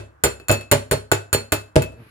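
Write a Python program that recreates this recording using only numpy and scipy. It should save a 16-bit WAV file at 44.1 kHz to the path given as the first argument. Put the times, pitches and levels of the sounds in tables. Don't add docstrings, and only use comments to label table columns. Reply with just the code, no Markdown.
import sys
import numpy as np
from scipy import signal
from scipy.fft import rfft, irfft
from scipy.io import wavfile
from scipy.ndimage import uniform_filter1d

SR = 44100
rng = np.random.default_rng(int(sys.argv[2]) if len(sys.argv) > 2 else 0)


def how_loud(loudness_db):
    steps = np.asarray(loudness_db, float) / 20
    return 10 ** steps


def transcribe(signal):
    frames = np.atleast_2d(signal).T
    limited = np.clip(frames, -1, 1)
    pcm = np.round(limited * 32767).astype(np.int16)
    wavfile.write(sys.argv[1], SR, pcm)


N = 92610


def curve(table, hz):
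    points = np.array(table, float)
    return np.interp(np.log(np.maximum(hz, 1)), np.log(points[:, 0]), points[:, 1])


def unit(x):
    return x / np.sqrt(np.mean(x ** 2))


def colour(x, table):
    hz = np.fft.rfftfreq(x.shape[-1], 1 / SR)
    return irfft(rfft(x) * how_loud(curve(table, hz)), x.shape[-1])


def band(x, hz, width):
    return signal.lfilter(*signal.iirpeak(hz, max(hz / width, 0.3), fs=SR), x)


def high_pass(x, hz, order=2):
    return signal.sosfilt(signal.butter(order, hz, "high", fs=SR, output="sos"), x)


def fade(length, t60):
    return np.exp(-np.log(1000) * np.arange(length) / SR / t60)


def pair(noise):
    alike_below_hz = 395
    low_pass = signal.butter(2, alike_below_hz, "low", fs=SR, output="sos")
    low = signal.sosfilt(low_pass, noise[0])
    return np.array([noise[0], low + high_pass(noise[1], alike_below_hz)])


def ring(freqs, modes, force):
    spot_scatter_db = -0.88
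    side = np.array([[0.5], [-0.5]])
    out = 0
    for hz, (db, t60, pan_db, lead) in zip(freqs, modes):
        decay = np.log(1000) / (max(t60, 0.01) * SR)
        pole = np.exp(2j * np.pi * hz / SR - decay)
        swing = signal.lfilter([1], [1, -pole], force) * np.exp(1j * lead * side)
        scatter_db = spot_scatter_db * rng.standard_normal()
        out = out + swing.imag * how_loud(db + scatter_db + pan_db * side)
    return out


def hammer():
    # start in seconds, then levels in dB of head ring, tube ring, seal knock, crack, bench thud.
    blows = [(0.2373, -19.5, -30, -15.5, -18, -19.5), (0.399, -59, -47, -62, -55, -53.5),
             (0.4836, -29.5, -33, -34, -31.5, -46), (0.4949, -52, -18.5, -18, -24, -19),
             (0.5133, -24.5, -36, -29, -23, -28.5), (0.61, -54, -41, -62, -44.5, -55),
             (0.7141, -19, -56, -23, -15.5, -19.5), (0.912, -24.5, -43, -20, -20.5, -21),
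             (1.116, -23.5, -27.5, -14.5, -20, -23), (1.329, -21, -29, -20, -19, -22.5),
             (1.5207, -21.5, -27.5, -24, -20.5, -22.5), (1.757, -38, -35.5, -34, -22.5, -18),
             (1.8208, -40, -31.5, -34, -36.5, -50), (1.921, -71, -81, -62, -59.5, -52),
             (1.937, -74, -76.5, -67, -67, -60)]
    # seconds before it, then the same five levels in dB.
    earlier = (.075, -32, -33, -28, -24, -23)
    out = np.zeros((2, N + SR))
    run_in = SR // 4
    for start_s, *levels_db in [(-earlier[0], *earlier[1:])] + blows:
        sound = blow(*levels_db)
        i = run_in + int(round(start_s * SR))
        out[:, i:i + sound.shape[1]] += sound
    return out[:, :N + run_in]


def blow(head_db, tube_db, seal_db, crack_db, thud_db, length=22050):
    tick = (np.arange(length) == 0) * 1.0
    hops = chatter(length)
    return (how_loud(head_db) * head_ring(tick) + how_loud(tube_db) * tube_ring(tick)
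            + how_loud(seal_db) * seal_knock(tick) + how_loud(crack_db) * crack(hops)
            + how_loud(thud_db) * bench_thud(tick, hops))


def chatter(length):
    per_s, spread_s = 320, 0.032
    t = np.arange(length) / SR
    hits = rng.random(length) < per_s / SR
    return hits * rng.standard_normal(length) * np.exp(-(t / spread_s) ** 2)


def head_ring(tick):
    head_hz = [4311, 7096, 7190, 7310, 8085, 8790, 9550, 10790, 12370, 12560, 14900]
    # relative level in dB, t60 in seconds, left minus right in dB,
    # phase by which left leads in radians.
    head = [(-6.5, 0.18, -2.5, 1.34), (-5, 0.093, 3.5, 1.9), (2.5, .05, -14, 1.4), (-3.5, 0.033, 0.5, 1.9),
            (-9, 0.073, 2, 1.9), (-0.5, 0.048, 7, 1.2), (-36, 0.017, -8, 1.2), (1.5, 0.037, 3, 0.47),
            (1, .05, -6, 3.3), (-23.5, 0.051, 8.5, 1.6), (-2.5, 0.049, -5, 1.4)]
    rough_db, rough_t60_s = -24, 0.091
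    rough = rng.standard_normal(len(tick)) * fade(len(tick), rough_t60_s)
    return ring(head_hz, head, tick + how_loud(rough_db) * rough)


def tube_ring(tick):
    tube_hz = [2605, 4311]
    # relative level in dB, t60 in seconds, left minus right in dB,
    # phase by which left leads in radians.
    tube = [(0, 0.21, 10.5, 0.11), (-5.5, 0.093, -2, 1.6)]
    return ring(tube_hz, tube, tick)


def seal_knock(tick):
    seal_hz = [1255, 1500, 1900]
    # relative level in dB, t60 in seconds (10 ms at least in ring()),
    # left minus right in dB, phase by which left leads in radians.
    seal = [(-2, 0.05, -1, 0.95), (7, 0.047, -0.1, 1), (-7.5, 0.0067, 0.19, 2.4)]
    return ring(seal_hz, seal, tick)


def crack(hops):
    # frequency in Hz, relative density in dB per Hz.
    crack_spectrum = [(150, -45.5), (400, -18), (1500, 11.5), (3000, -6), (6000, -14), (10500, 11),
                      (13000, 5), (15500, -33.5), (17000, -59)]
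    # frequency in Hz, relative density in dB per Hz.
    rattle_spectrum = [(150, -71), (400, -3), (1500, -0.5), (3000, -6), (6000, -14), (10500, -14.5),
                       (11800, -23), (17500, -65)]
    crack_t60_s, rattle_t60_s, rattle_db = 0.01, 0.19, 0.5
    length = len(hops)
    middle, sides = rng.standard_normal((2, length))
    noise = np.array([middle + sides, middle - sides])
    grains = 1 + uniform_filter1d(np.abs(hops), size=60) * 60
    snap = unit(colour(noise, crack_spectrum)) * fade(length, crack_t60_s)
    rattle = unit(colour(noise, rattle_spectrum)) * grains * fade(length, rattle_t60_s)
    return snap + how_loud(rattle_db) * rattle


def bench_thud(tick, hops):
    bench_hz = [68, 87, 101, 135, 170, 232, 262, 300, 360, 405, 480, 560, 620, 850, 1066]
    # relative level in dB, t60 in seconds, left minus right in dB,
    # phase by which left leads in radians.
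    bench = [(-12.5, 0.46, 1.5, 0.87), (-6.5, 0.21, -3, 0.32), (3, 0.25, -0.5, 0.27), (-2, 0.11, 0, 0.4),
             (-23, 0.18, -7, 0.55), (-18.5, 0.2, -3.5, .5), (-16.5, 0.2, -2, 0.22),
             (-20.5, 0.076, -5, 0.27), (-3, 0.037, 2.5, .6), (-2, 0.082, -2.5, 0.2), (-2, 0.047, -6, 1.01),
             (-2.5, 0.055, -13.5, 0.43), (-4, 0.073, -5, 0.47), (-2.5, .06, -2.5, 0.5),
             (-38, .07, -6, 1.574)]
    push_s, chatter_db, chatter_above_hz = 0.001, 2.5, 178
    t = np.arange(len(tick)) / SR
    push = np.sin(np.pi * np.clip(t / push_s, 0, 1))
    impacts = tick + how_loud(chatter_db) * high_pass(hops, chatter_above_hz)
    force = signal.fftconvolve(impacts, push / push.sum())[:len(tick)]
    return ring(bench_hz, bench, force)


def turning():
    # time in seconds, judder rate in Hz, judder level in dB, scrape level in dB.
    turn = [(1.939, 99, -52, -72.5), (1.969, 112, -46, -63), (2.0, 120, -38.5, -58),
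            (2.035, 107.6, -49, -56.5), (2.055, 111.2, -54, -56.5), (2.1, 100, -70, -56.5)]
    # centre in Hz, width of one pass in Hz, relative level in dB.
    judder_bands = [(120, 140, 0), (235, 97, -9.5), (380, 55, -6), (810, 100, -21)]
    # centre in Hz, width of one pass in Hz, relative level in dB.
    scrape_bands = [(1550, 1800, 8), (2460, 430, 9), (4230, 1200, -4.5), (11200, 2500, -2.5)]
    t = np.arange(N) / SR
    course = np.array(turn, float)
    rate_hz, judder_db, scrape_db = (np.interp(t, course[:, 0], course[:, k]) for k in (1, 2, 3))
    count = np.floor(np.cumsum(rate_hz) / SR)
    slips = np.diff(count, prepend=0) * how_loud(3.7 * rng.standard_normal(N))
    judder, scrape = 0, 0
    for hz, width, db in judder_bands:
        judder = judder + how_loud(db) * band(band(slips, hz, width), hz, width)
    for hz, width, db in scrape_bands:
        noise = pair(rng.standard_normal((2, N)))
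        scrape = scrape + how_loud(db) * band(band(noise, hz, width), hz, width)
    started = t > course[0, 0]
    return started * (unit(judder) * how_loud(judder_db) + unit(scrape) * how_loud(scrape_db))


def workshop(x):
    # frequency in Hz, t60 in seconds.
    room = [(60, 0.21), (160, 0.18), (420, 0.36), (1100, 0.29), (2900, 0.27), (7700, 0.27), (16000, 0.14)]
    room_db, gap_s = -10.5, 0.0037
    length = SR // 2
    noise = pair(rng.standard_normal((2, length)))
    tail = 0
    for hz in 45 * 2 ** np.arange(0, 9, 0.5):
        t60 = curve(room, hz)
        tail = tail + band(noise, hz, hz / 1.82) * fade(length, t60) / np.sqrt(t60)
    tail = tail * np.clip(np.arange(length) / SR / gap_s - 1, 0, 1)
    tail = tail / np.sqrt(np.mean(np.sum(tail ** 2, axis=1)))
    mono = x.mean(axis=0)[None]
    return how_loud(room_db) * signal.fftconvolve(mono, tail, axes=1)[:, :x.shape[1]]


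def hum():
    # frequency in Hz, relative density in dB per Hz.
    shop = [(30, -16.5), (80, -1.5), (200, -14.5), (500, -15), (1000, -15), (1530, -14), (2300, -29.5),
            (4000, -40.5), (8000, -43.5), (16000, -50)]
    shop_db = -57
    return how_loud(shop_db) * unit(colour(pair(rng.standard_normal((2, N))), shop))


def scene():
    left_lead_s = 0.0001023
    near = hammer()
    near[:, -N:] += turning()
    n = near.shape[1]
    delay = np.exp(-2j * np.pi * np.fft.rfftfreq(n, 1 / SR) * left_lead_s)
    right = irfft(rfft(near[1]) * delay, n)
    direct = np.array([near[0], right])
    return (direct + workshop(near))[:, -N:] + hum()


def top_cut(x):
    return signal.sosfilt(signal.butter(12, 17110, fs=SR, output="sos"), x)


def record(dry):
    low_cut_hz, top_hz = 63, 16800
    rounded = np.tanh(high_pass(dry, low_cut_hz, order=3))
    mix = signal.sosfilt(signal.ellip(8, 0.2, 70, top_hz, fs=SR, output="sos"), rounded)
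    return top_cut(mix)


dry = scene()
out = record(dry)
transcribe(out)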